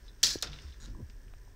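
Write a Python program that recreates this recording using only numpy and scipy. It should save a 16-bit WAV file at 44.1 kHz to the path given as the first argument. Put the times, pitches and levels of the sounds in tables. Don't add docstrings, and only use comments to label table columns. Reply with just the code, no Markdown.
import sys
import numpy as np
from scipy import signal
from scipy.fft import rfft, irfft, next_fast_len
from scipy.io import wavfile
from scipy.ndimage import uniform_filter1d, map_coordinates

SR = 44100
rng = np.random.default_rng(int(sys.argv[2]) if len(sys.argv) > 2 else 0)


def file_out(sig):
    cols = np.atleast_2d(sig).T
    lim = np.clip(cols, -1, 1)
    pcm = np.round(lim * 32767).astype(np.int16)
    wavfile.write(sys.argv[1], SR, pcm)


def invert_db(x):
    u = np.asarray(x, float) / 20
    return 10 ** u


N = 68355


def unit(x):
    return x / np.sqrt(np.mean(x ** 2) + 1e-20)


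def along(points, hz):
    f, v = np.transpose(points)
    return np.interp(np.log(hz + 1), np.log(f + 1), v)


def curve(rows):
    s, level = np.transpose(rows)
    return np.interp(np.arange(N) / SR, s, level)


def gated(rows):
    opening, closing = (rows[0][0] - .001, -110), (rows[-1][0] + .003, -110)
    return curve([opening, *rows, closing])


def wobble(rate):
    knots = rng.standard_normal(int(N * rate / SR) + 4)
    return map_coordinates(knots, [np.arange(N) * rate / SR])


def filtered(x, response):
    m = next_fast_len(len(x) + SR // 4)
    return irfft(rfft(x, m) * response(np.fft.rfftfreq(m, 1 / SR)), m)[:len(x)]


def coloured(table):
    return filtered(rng.standard_normal(N), lambda f: invert_db(along(table, f)))


def peaks(modes):
    def response(f):
        total = 0
        for k, (centre, width, db) in enumerate(modes):
            damping = 1j * f * width
            total = total + (-1) ** k * invert_db(db) * damping / (centre ** 2 - f ** 2 + damping)
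        return total
    return response


def narrow(hz, width):
    return lambda f: peaks([(hz, width, 0)])(f) ** 2


def steel(colour, modes, share_db):
    def response(f):
        broad, strong = invert_db(along(colour, f)), peaks(modes)(f)
        return broad / np.linalg.norm(broad) + invert_db(share_db) * strong / np.linalg.norm(strong)
    return response


def add(track, s, sound):
    part = track[round(s * SR):][:len(sound)]
    part += sound[:len(part)]


def grains(body):
    grains_per_s, spread_db = 6000, 2.5
    chance, side, size = rng.random((3, N))
    hits = (chance < grains_per_s / SR) * np.sign(side - .5) * invert_db(-spread_db * np.log(size + .03))
    return unit(filtered(hits, body)) * invert_db(1.2 * wobble(110))


def strikes(rows, modes, mode_db, crack_db):
    click_db, crack_t60_s = -5, 0.01
    out, t = np.zeros(N), np.arange(SR // 8) / SR
    for s, db, t60, hz, spread in rows:
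        band = lambda f: np.exp(-.5 * (np.log2((f + 1) / hz) / spread) ** 2)
        sheet = lambda f: band(f) * (1 + invert_db(mode_db) * peaks(modes)(f))
        shake = unit(filtered(rng.standard_normal(len(t)), sheet))
        fade = invert_db(-60 * t / t60) + invert_db(crack_db - 60 * t / crack_t60_s)
        attack = np.minimum(1, t * hz)
        click = filtered((np.arange(len(t)) == round(SR / hz)) * 1., band)
        add(out, s, invert_db(db - 9) * shake * fade * attack + invert_db(db + click_db) * click / click.max())
    return out


# (frequency [Hz], level [dB per Hz])
HISS = [(88, -42.5), (150, -11), (397, -8.5), (756, -17), (3140, -23), (7500, -27), (10300, -33.5),
        (12400, -28.5), (15800, -28)]


def hiss():
    return invert_db(-67.5) * unit(coloured(HISS))


# (centre [Hz], width [Hz], level [dB])
HUMS = [(1690, 420, -72.5), (5500, 1100, -78), (998, 38, -80.5), (401.4, 43, -76.5)]


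def hums():
    out = np.zeros(N)
    for hz, width, db in HUMS:
        out += invert_db(db) * unit(filtered(rng.standard_normal(N), narrow(hz, width)))
    return out


def motor():
    start_s, pairs_per_s, gap_s, second_db = .0164, 60, 1 / 300, -11
    at = np.arange(start_s, N / SR - gap_s, 1 / pairs_per_s)
    size = invert_db(1.6 * rng.standard_normal((len(at), 2)))
    kicks = np.zeros(N)
    kicks[(at * SR).astype(int)] = size[:, 0]
    kicks[((at + gap_s) * SR).astype(int)] = invert_db(second_db) * size[:, 1]
    ticks = invert_db(-36) * filtered(kicks, narrow(5700, 1700))

    whine_start_s = .003
    turns = 2 * pairs_per_s * (np.arange(N) / SR - whine_start_s)
    pulses = np.diff(np.floor(turns), prepend=-1) * invert_db(1.5 * wobble(100))
    pulses = pulses + .03 * rng.standard_normal(N)
    return ticks + invert_db(-81) * unit(filtered(pulses, narrow(8420, 260)))


# (time [s], level [dB])
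HANDLING = [(0, -51), (.04, -46.5), (.17, -54.5), (.3, -48), (.4, -54.5), (.52, -44), (.6, -53), (.69, -53),
            (.74, -53), (.82, -46), (.95, -41), (1.01, -52), (1.08, -52), (1.17, -44.5), (1.22, -51.5),
            (1.3, -46), (1.41, -50), (1.55, -52.5)]
# (time [s], level [dB])
RUBBING = [(0, -68.5), (.42, -66.5), (.44, -52.5), (.6, -68.5), (.66, -57.5), (.74, -75.5), (.81, -61),
           (.86, -58), (.885, -49), (.935, -55.5), (.96, -55.5), (1.005, -46), (1.03, -52), (1.05, -70),
           (1.28, -63.5), (1.32, -68), (1.42, -78), (1.55, -70)]
# (frequency [Hz], level [dB per Hz])
RUMBLE = [(11, -62), (18, -8), (46, -2.5), (75, -18), (108, -20), (140, -26), (180, -67.5), (310, -120)]
# (frequency [Hz], level [dB per Hz])
RUB = [(53, -37), (90, -5), (275, -6), (649, -25), (728, -32), (900, -27.5), (1170, -35), (1980, -120)]


def handling():
    def even(x, size):
        return unit(x / np.sqrt(np.abs(uniform_filter1d(x * x, size)) + 1e-12))
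    opening_dip_db = -30 * np.exp(-np.arange(N) / SR / .006)
    rumble = invert_db(curve(HANDLING) + opening_dip_db) * even(coloured(RUMBLE), size=3000)
    rub = invert_db(curve(RUBBING) + 2.5 * wobble(56)) * even(coloured(RUB), size=900)
    return rumble + rub


# (time [s], level [dB])
SCRAPE = [
    [(0, -73), (.04, -73), (.065, -66.5), (.11, -80), (.18, -79), (.205, -70), (.226, -67)],
    [(.428, -39), (.46, -50.5), (.51, -60), (.6, -60.5), (.65, -62), (.75, -70), (.79, -74), (.88, -65.5),
     (.96, -83)],
]
# (centre [Hz], width [Hz], level [dB])
SCRAPE_MODES = [(1437, 450, 11.5), (1800, 43, -26.5), (3540, 22, 18.5), (3960, 54, 18), (5210, 120, 13.5)]
# (frequency [Hz], level [dB per Hz])
SCRAPE_COLOUR = [(240, -40), (500, -15.5), (1530, -9), (3740, -9.5), (5500, -4.5), (7600, -20.5),
                 (15900, -53)]


def scrape():
    strength = sum(invert_db(gated(rows) + 1.5) for rows in SCRAPE)
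    return strength * grains(steel(SCRAPE_COLOUR, SCRAPE_MODES, share_db=-13))


# (time [s], peak level [dB], ring t60 [s], centre [Hz], spread [octaves])
TAPS = [(.0805, -43, .06, 4000, .3), (.4716, -35, .04, 3700, .5), (.52, -52, .06, 3635, .05),
        (.5303, -38, .09, 3800, .55), (.5606, -44, .06, 3100, .55), (.587, -45, .07, 3700, .55),
        (.621, -49, .025, 6500, .45), (.6673, -49, .06, 3100, .4), (.697, -53, .06, 3600, .1),
        (.7237, -47, .08, 3200, .4), (.741, -54, .03, 1800, .5), (.9016, -54, .03, 5600, .3)]


def light_taps():
    return strikes(TAPS, SCRAPE_MODES, mode_db=7.2, crack_db=4.8)


# (time [s], peak level [dB], ring t60 [s], centre [Hz], spread [octaves])
BLOWS = [(.2308, -7.5, 0.007, 5570, 0.65), (0.233, -16, 0.028, 2740, 1.36),
         (.2341, -11.5, 0.023, 5800, 0.19), (.2368, -5.5, .012, 3980, 0.21),
         (0.2412, -17, 0.12, 4680, 0.46), (.2458, -7, 0.008, 4350, 0.43), (.2548, -36, .03, 5150, .3),
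         (.2605, -18, .03, 5400, .4), (.2675, -16.5, 0.064, 4300, 0.75), (.2795, -22.5, 0.09, 4700, 0.54),
         (.2915, -20, 0.034, 5200, 0.076), (.2958, -35, 0.0054, 5550, 0.37),
         (0.306, -25.5, 0.033, 5700, 0.5), (.308, -27.5, 0.089, 3760, 0.25), (.329, -28, 0.02, 6500, 0.23),
         (.345, -40, 0.026, 6500, 0.54), (.3695, -45, .04, 5500, .3), (.38, -42.5, 0.058, 3280, 0.13),
         (.3865, -38, 0.043, 5700, 0.21), (0.4242, -28, 0.015, 6540, 0.76),
         (.4268, -17.5, 0.021, 5160, 0.45), (.4362, -38, 0.043, 5500, 0.29), (.4475, -40, .04, 4030, 0.11),
         (.427, -39.5, 0.22, 556, 0.59)]
# (centre [Hz], width [Hz], level [dB])
BLADE = [(1687, 140, -15), (3670, 180, -9), (3840, 16, -5), (4060, 70, -1), (4590, 26, -2), (5120, 63, 0),
         (5260, 15, -3), (5760, 40, -7), (6090, 52, -7), (6520, 27, -9), (6910, 52, -6), (7360, 33, -12),
         (7890, 55, -12), (8240, 90, -15)]


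def blows():
    return strikes(BLOWS, BLADE, mode_db=16.3, crack_db=1)


# (time [s], level [dB])
RATTLE = [
    (.2315, -22.5),
    (.247, -24.5),
    (.25, -27),
    (.29, -33.5),
    (.334, -38.5),
    (.355, -43.5),
    (.365, -49),
    (.4, -63),
    (.418, -49),
]
# (frequency [Hz], level [dB per Hz])
BLADE_COLOUR = [(250, -17.5), (800, -22.5), (1500, -16.5), (3200, -13.5), (4100, -1.5), (5600, -0.5),
                (9000, -21.5), (15900, -25)]


def rattle():
    return invert_db(gated(RATTLE) - 0.5) * grains(steel(BLADE_COLOUR, BLADE, share_db=-5))


# (time [s], peak level [dB], pitch [Hz], t60 [s], pitch fall [1/s])
KNOCKS = [(.235, -40, 420, .02, .5), (.3563, -21, 390, .012, 35), (.361, -36, 100, .05, 14.5),
          (.949, -52, 1030, .02, .5), (1.022, -37, 115, .14, 19), (1.094, -48, 227, .03, 3),
          (.642, -42, 72, .3, 1.3), (.682, -42, 61, .14, 1.3), (.48, -52, 150, .6, .1),
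          (.245, -50, 135, .27, .1), (1.337, -47, 700, .008, .5), (1.3372, -52, 1300, .007, .5),
          (1.477, -56, 880, .012, .5), (.895, -45, 105, .2, .5)]


def knocks():
    out, t = np.zeros(N), np.arange(SR // 4) / SR
    for s, db, hz, t60, fall in KNOCKS:
        turns = hz * np.log1p(fall * t) / fall
        attack = 1 - np.exp(-t * hz * 1.5)
        add(out, s, 2.12 * invert_db(db - 60 * t / t60) * np.sin(2 * np.pi * turns) * attack)
    return out


# (time [s], level [dB])
TAP = (.4243, -20)
# (centre [Hz], width [Hz], level [dB])
TAP_RING = [(3675, 200, 2), (4230, 134, 5), (8550, 620, -10), (9200, 190, -40), (13340, 300, -12)]


def second_tap():
    s, db = TAP
    out = np.zeros(N)
    ring = filtered((np.arange(SR // 8) == 0) * 1., peaks(TAP_RING))
    add(out, s, invert_db(db) * ring / np.abs(ring).max())
    return out


# (time [s], peak level [dB], t60 [s], centre [Hz], spread [octaves])
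TICKS = [
    (1.098, -56, .08, 4800, .4),
    (1.0995, -55, .05, 2600, .7),
    (1.281, -55, .02, 2200, .4),
    (1.3372, -57, .02, 2500, .45),
    (.5305, -41, .06, 2700, .6),
    (.5872, -44, .05, 2500, .6),
]


def finger_ticks():
    return strikes(TICKS, SCRAPE_MODES, mode_db=-22, crack_db=6.4)


# (centre [Hz], width [Hz], level [dB])
CHATTER_MODES = [(3900, 320, 5), (5750, 110, 8), (6750, 380, 3), (8500, 500, -7), (1500, 290, 0),
                 (11500, 820, -13)]
# (frequency [Hz], level [dB per Hz])
CHATTER_COLOUR = [(470, -42), (800, -5), (1410, -2), (2350, -8), (3930, 1), (6570, -1), (7540, -18),
                  (16000, -25)]


def chatter():
    start_s, length_s, level_db, swell_db = .8018, .068, -56, 4
    slips_per_s, speed_up = 146, 68000
    t = np.arange(round(length_s * SR)) / SR
    turns = slips_per_s * t + speed_up * t ** 4
    slipping = turns < 10
    slips = (np.diff(np.floor(turns), prepend=-1) > 0) * slipping * invert_db(19 + wobble(200)[:len(t)])
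    friction = rng.standard_normal(len(t)) * (.4 + .7 * slipping * invert_db(-30 * (turns % 1)))
    stroke = invert_db(swell_db * t / t[-1]) * np.minimum(1, (t[-1] - t) / .008)
    out = np.zeros(N)
    add(out, start_s, (slips + friction) * stroke)
    out = filtered(out, steel(CHATTER_COLOUR, CHATTER_MODES, share_db=5))
    return invert_db(level_db) * unit(out) * np.sqrt(len(t) / N)


# (frequency [Hz], t60 [s])
ROOM = [(200, 0.87), (2000, 0.31), (6000, 0.1), (14000, 0.088)]


def room(x):
    hz, t, z = signal.stft(rng.standard_normal(SR // 2), SR, nperseg=256)
    fade = invert_db(-60 * t / along(ROOM, hz)[:, None])
    tail = signal.istft(z * fade, SR, nperseg=256)[1]
    delayed = np.pad(x, (200, 0))
    return signal.fftconvolve(delayed, tail / np.linalg.norm(tail))[:N]


def scene():
    tape = blows() + light_taps() + finger_ticks() + second_tap() + rattle() + scrape() + chatter()
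    in_room = tape + invert_db(-12) * room(tape)
    close_by = knocks() + handling() + hiss() + hums() + motor()
    return (in_room + close_by)[None]


def low_pass(x):
    return signal.sosfilt(signal.butter(12, 16790, fs=SR, output="sos"), x)


def record(dry):
    top_hz = 15900
    edge = lambda f: np.clip((top_hz + 150 - f) / 400, 0, 1) ** 2
    mix = filtered(dry[0], edge)[None]
    return low_pass(mix)


dry = scene()
out = record(dry)
file_out(out)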